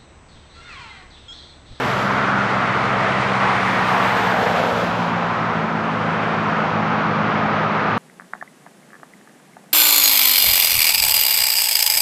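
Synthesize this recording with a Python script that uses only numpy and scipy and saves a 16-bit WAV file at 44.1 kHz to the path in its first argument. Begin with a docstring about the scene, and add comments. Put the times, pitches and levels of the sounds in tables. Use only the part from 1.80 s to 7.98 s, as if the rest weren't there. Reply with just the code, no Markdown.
"""Cars roar past on a damp winter highway, heard from the verge, with spray hissing off their wheels.
The tyre roar is noise with a resonance that sweeps down as the nearest car goes by, pushing a soft
gust of air. A heavy engine drones and sinks in pitch, its firing harmonics sliding through the
exhaust resonance. Distant traffic thins and builds again, and a parked truck idles underneath."""
import sys
import numpy as np
from scipy import signal
from scipy.fft import rfft, irfft
from scipy.io import wavfile

SR = 44100
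rng = np.random.default_rng(int(sys.argv[2]) if len(sys.argv) > 2 else 0)


def transcribe(signal):
    """Save signal, clipped to [-1, 1], as a 16-bit WAV file at the path in sys.argv[1]."""
    frames = np.atleast_2d(signal).T
    limited = np.clip(frames, -1, 1)
    pcm = np.round(limited * 32767).astype(np.int16)
    wavfile.write(sys.argv[1], SR, pcm)


N = 272525
HOP = 256
TIME = np.arange(N) / SR
FRAME_S = np.arange(N // HOP + 2) * HOP / SR
BIN_HZ = np.maximum(np.arange(2 * HOP + 1) * SR / (4 * HOP), 1)[:, None]
DOPPLER = 0.14  # car speed over the speed of sound

# cars throwing up water: abreast t/s, time alongside/s, spray level/dB, fine-hiss beam/dB, hollow f/Hz
CARS = [(.03, 0.42, -36.5, 33, 9470), (2.55, 0.85, -35.5, 36.5, 10030), (4.6, 0.38, -47, 12, 9900)]


def tyres(whine_hz=1770, coming_db=4.5, gone_db=0.6, flutter_db=0.8, trim_db=-1.5):
    """Tread roar: its resonance sinks and widens as a car goes by, and its whine drops with Doppler."""
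    # tread noise spectrum: f/Hz, relative level/dB
    tread = [(150, -47), (350, -20.5), (440, -4), (560, -6.5), (800, -3), (1080, -4), (1300, -2.5),
             (1850, -9), (2500, -13.5), (3100, -19), (4500, -29.5), (6300, -39.5), (9000, -61),
             (12000, -90)]
    # roar envelope: t/s, level/dB before trim and sings
    roar = [(0.0, -22), (0.36, -19), (0.55, -20), (0.66, -19.5), (0.8, -18.5), (1.27, -18.5), (1.35, -19),
            (1.52, -17.8), (1.59, -20.5), (1.62, -17), (1.78, -18), (1.83, -18.7), (2.1, -17), (2.27, -16),
            (2.33, -17), (2.63, -16.5), (2.8, -17.1), (3.06, -21), (3.63, -21), (3.95, -24), (4.27, -21.5),
            (6.18, -20.5)]
    # tyre resonance, deepest with a car alongside: t/s, f/Hz, width/octaves, lift/dB
    sweep = [(0.1, 1400, 0.24, 3), (0.5, 1340, 0.16, 5.5), (1.0, 1280, 0.16, 5.5), (1.5, 1130, .17, 2.5),
             (2.0, 920, 0.21, 1.5), (2.28, 910, 0.18, 5), (2.48, 850, 0.23, 6.5), (2.66, 710, .31, 8.5),
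             (2.85, 554, 0.36, 9.5), (3.01, 510, 0.25, 9.5), (3.13, 780, 0.38, 5.5), (3.5, 1090, 0.34, 4.5),
             (4.3, 1320, .16, 2.5), (6.1, 1232, .12, 2)]
    # tyres singing out for a moment: peak t/s, spread/s, f/Hz, width/octaves, lift/dB
    sings = [(.4, .08, 1070, 0.19, 3.5), (.55, 0.075, 1520, .14, 5), (1.15, 0.11, 660, 0.18, 5),
             (1.69, 0.094, 1230, .22, 3.5), (1.78, 0.15, 790, .13, 3.5), (2.17, 0.12, 1200, 0.086, 4.5),
             (2.18, 0.16, 2630, 0.22, 1.5), (2.59, 0.07, 1580, 0.069, 4.5), (2.66, .09, 480, .15, 6),
             (3.5, 0.15, 1420, 0.11, 0), (4.8, 0.035, 1320, .15, 3.5), (5.14, 0.088, 885, .22, 2.5),
             (5.27, .025, 1200, .25, 5.5), (5.92, 0.31, 1220, 0.094, 3)]
    centre_hz, width, lift_db = curve(sweep)
    resonance = lift_db * bell(centre_hz, width)
    upper_band = 2 * closeness(FRAME_S) * bell(1.7 * centre_hz, 0.14)  # a faint lift at the closest pass
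    along = bearing(max(CARS, key=lambda car: car[2])[0])  # the loudest car carries the whine
    whine_db = coming_db + (gone_db - coming_db) * (1 + along) / 2
    whine = whine_db * bell(whine_hz / (1 + DOPPLER * along), octaves=0.2)
    singing = sum(db * bell(hz, octaves) * np.exp(-0.5 * ((FRAME_S - s) / spread_s) ** 2)
                  for s, spread_s, hz, octaves, db in sings)
    shape = colour(tread, BIN_HZ) + resonance + upper_band + whine + flutter_db * flutter(rate=9)
    return rush(shape, curve(roar)[0] + trim_db, singing)


def spray(rise_db_per_s=3, fall_db_per_s=20, off_beam_db=-24, forward_db=7, hollow_db=-16):
    """Droplets hiss behind the wheels; beside a car, fine hiss opens above a hollow and sinks with it."""
    # droplet spectrum: f/Hz, relative level/dB
    droplets = [(200, -38), (800, -22), (2000, 3), (3200, 7), (4500, 0), (6500, -7.5), (9000, -14.5),
                (11500, -19.5), (13500, -29), (15500, -42.5)]
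    hiss = 0
    for abreast_s, alongside_s, level_db, beam_db, rest_hz in CARS:
        since = FRAME_S - abreast_s
        approach_db = rise_db_per_s * np.maximum(-since - alongside_s / 2, 0)
        tail_db = fall_db_per_s * np.maximum(since - alongside_s / 2, 0)
        along = bearing(abreast_s)
        beside = np.exp(-0.5 * (since / alongside_s) ** 4)
        fine_db = off_beam_db + (beam_db - forward_db * along) * beside  # the beam leans forward
        hollow_hz = rest_hz / (1 + DOPPLER * along)
        fine = fine_db * bell(1.44 * hollow_hz, octaves=0.39)
        hollow = hollow_db * bell(hollow_hz, octaves=0.091)
        shape = colour(droplets, BIN_HZ) + fine + hollow
        flicker_db = walk(rate=24)
        hiss += rush(shape, level_db - approach_db - tail_db + flicker_db)
    return hiss


def engine(unsteady=0.0045, waver_db=0.87, gas_db=-37, throb=0.26, uneven=0.076):
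    """Uneven firing slows through a fixed exhaust resonance: harmonic four takes over from two."""
    # firing rate: t/s, f/Hz
    firing = [(0.05, 66.3), (0.35, 66.47), (0.9, 65.25), (1.68, 64.64), (1.95, 62.4), (2.28, 63.15),
              (2.74, 60.04), (3.1, 58.3), (3.6, 56.95), (3.84, 54.43), (6.1, 52.19)]
    # exhaust response: f/Hz, rms level/dB of a harmonic there
    exhaust = [(55, -60.5), (67, -47), (107, -42), (120, -39.5), (131, -32), (160, -30.5), (200, -30.5),
               (213, -29.5), (235, -33.5), (265, -44.5), (330, -49.5), (600, -70)]
    # rough exhaust gas spectrum: f/Hz, relative level/dB
    gas = [(60, -38), (150, 1.5), (240, 5), (300, -6.5), (500, -19.5), (4000, -90)]
    hz = curve(firing, TIME)[0] * (1 + unsteady * walk(12, TIME))
    angle = 2 * np.pi * np.cumsum(hz) / SR
    drone = 0
    for k in range(1, 9):
        level_db = colour(exhaust, k * hz) + waver_db * walk(8.6, TIME)
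        drone += np.sqrt(2) * undb(level_db) * np.cos(k * angle)
    strength = undb(walk(0.97, angle / (2 * np.pi)))  # each firing has its own force
    cylinders = 1 + uneven * (np.cos(angle / 2) + np.cos(angle / 4))  # strong and weak take turns
    puffs = undb(gas_db) * low_noise(gas) * (1 + throb * np.cos(angle))  # one with every firing
    return strength * cylinders * drone + puffs


def wake(alongside_db=-42.5):
    """A soft low push of air as the nearest car goes by."""
    # displaced air spectrum: f/Hz, relative level/dB
    air = [(25, -24), (50, -12), (75, 7), (110, -3.5), (300, -47)]
    return undb(alongside_db) * low_noise(air) * closeness(TIME)


def far_traffic(lull_db=-30):
    """The wash of the rest of the highway, thinning and building again."""
    # distant road noise spectrum: f/Hz, relative level/dB
    road = [(120, -41.5), (290, -7), (400, -2), (520, -12.5), (750, 1), (1080, 3), (1450, -3.5),
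            (1800, -9.5), (2450, -12.5), (3100, -28), (4500, -29.5), (6300, -39), (9000, -56),
            (12000, -80.5)]
    return rush(colour(road, BIN_HZ), lull_db + swell(FRAME_S))


def rumble(lull_db=-30):
    """Low road rumble of many vehicles, swelling with the wash."""
    # rumble spectrum: f/Hz, relative level/dB
    low_end = [(20, -37), (35, -20.5), (52, -31), (70, -10), (100, -1), (135, 0), (190, 4), (260, 3),
               (320, -1.5), (420, -1.5), (700, 1), (4000, -80)]
    return low_noise(low_end) * undb(lull_db + swell(TIME))


def idle(firing_hz=37.5, unsteady=0.01165, waver_db=1.5):
    """A parked diesel hums at a nearly steady firing rate."""
    # idle harmonics: multiple of the firing rate, rms level/dB
    harmonics = [(1, -67), (2, -63), (3, -38)]
    firings = np.cumsum(firing_hz * (1 + unsteady * walk(5.9, TIME))) / SR
    hum = 0
    for k, db in harmonics:
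        amplitude = np.sqrt(2) * undb(db + waver_db * walk(5.2, TIME))
        hum += amplitude * np.sin(2 * np.pi * (k * firings + rng.random()))
    return hum


def bearing(abreast_s, turn_s=0.37):
    """Where a car is along the road: -1 coming, 0 abreast, 1 gone."""
    return (FRAME_S - abreast_s) / np.hypot(FRAME_S - abreast_s, turn_s)


def closeness(at, closest_s=2.858, nearing_s=0.22, leaving_s=0.29):
    """How near the nearest car is: 0 far off, 1 alongside."""
    length_s = np.where(at < closest_s, nearing_s, leaving_s)
    return length_s / np.hypot(at - closest_s, length_s)


def swell(at, lull_s=2.5, db_per_s=1.31):
    """Decibels by which distant traffic stands above its lull."""
    return db_per_s * np.abs(at - lull_s)


def flutter(rate):
    """Turbulent air makes each half octave waver on its own."""
    return sum(bell(hz, 1 / 4) * walk(rate) for hz in 250 * 2 ** (np.arange(12) / 2))


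def rush(shape_db, level_db, lift_db=0):
    """Noise with a moving spectrum and a given rms level; lifts come on top of that level."""
    gain = undb(shape_db)
    gain = gain / np.sqrt(np.mean(gain ** 2, axis=0)) * undb(level_db + lift_db)
    size = 4 * HOP
    white = rng.standard_normal((len(FRAME_S) - 1) * HOP)
    frames = signal.stft(white, nperseg=size, noverlap=size - HOP)[2]
    return signal.istft(frames * gain, nperseg=size, noverlap=size - HOP)[1][:N]


def low_noise(points):
    """Noise of rms 1 with a fixed spectrum, finely resolved in the bass."""
    hz = np.maximum(np.arange(N // 2 + 1) * SR / N, 1)
    noise = irfft(rfft(rng.standard_normal(N)) * undb(colour(points, hz)), N)
    return noise / np.std(noise)


def walk(rate, at=FRAME_S):
    """A random wobble: ramps between new values, rate of them per unit of `at`."""
    knots = rng.standard_normal(1024)
    return 1.083 * np.interp(at * rate, np.arange(len(knots)), knots)


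def bell(centre_hz, octaves):
    """A resonance hump of height 1."""
    return np.exp(-0.5 * (np.log2(BIN_HZ / centre_hz) / octaves) ** 2)


def colour(points, hz):
    """Level in dB of a spectrum at given frequencies."""
    f, db = np.transpose(points)
    return np.interp(np.log(hz), np.log(f), db)


def curve(table, at=FRAME_S):
    """Each column of a table as a straight-line envelope in time."""
    s, *columns = np.transpose(table)
    return [np.interp(at, s, column) for column in columns]


def undb(db):
    """Decibels to gain."""
    return 10 ** (np.asarray(db) / 20)


def scene():
    """All the traffic at one microphone."""
    return (tyres() + spray() + wake() + far_traffic() + rumble() + engine() + idle())[None]


def record(dry, top_hz=15500):
    """A small camera cuts the top treble off steeply."""
    return signal.sosfilt(signal.ellip(8, 0.2, 70, top_hz, fs=SR, output="sos"), dry)


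dry = scene()
out = record(dry)
transcribe(out)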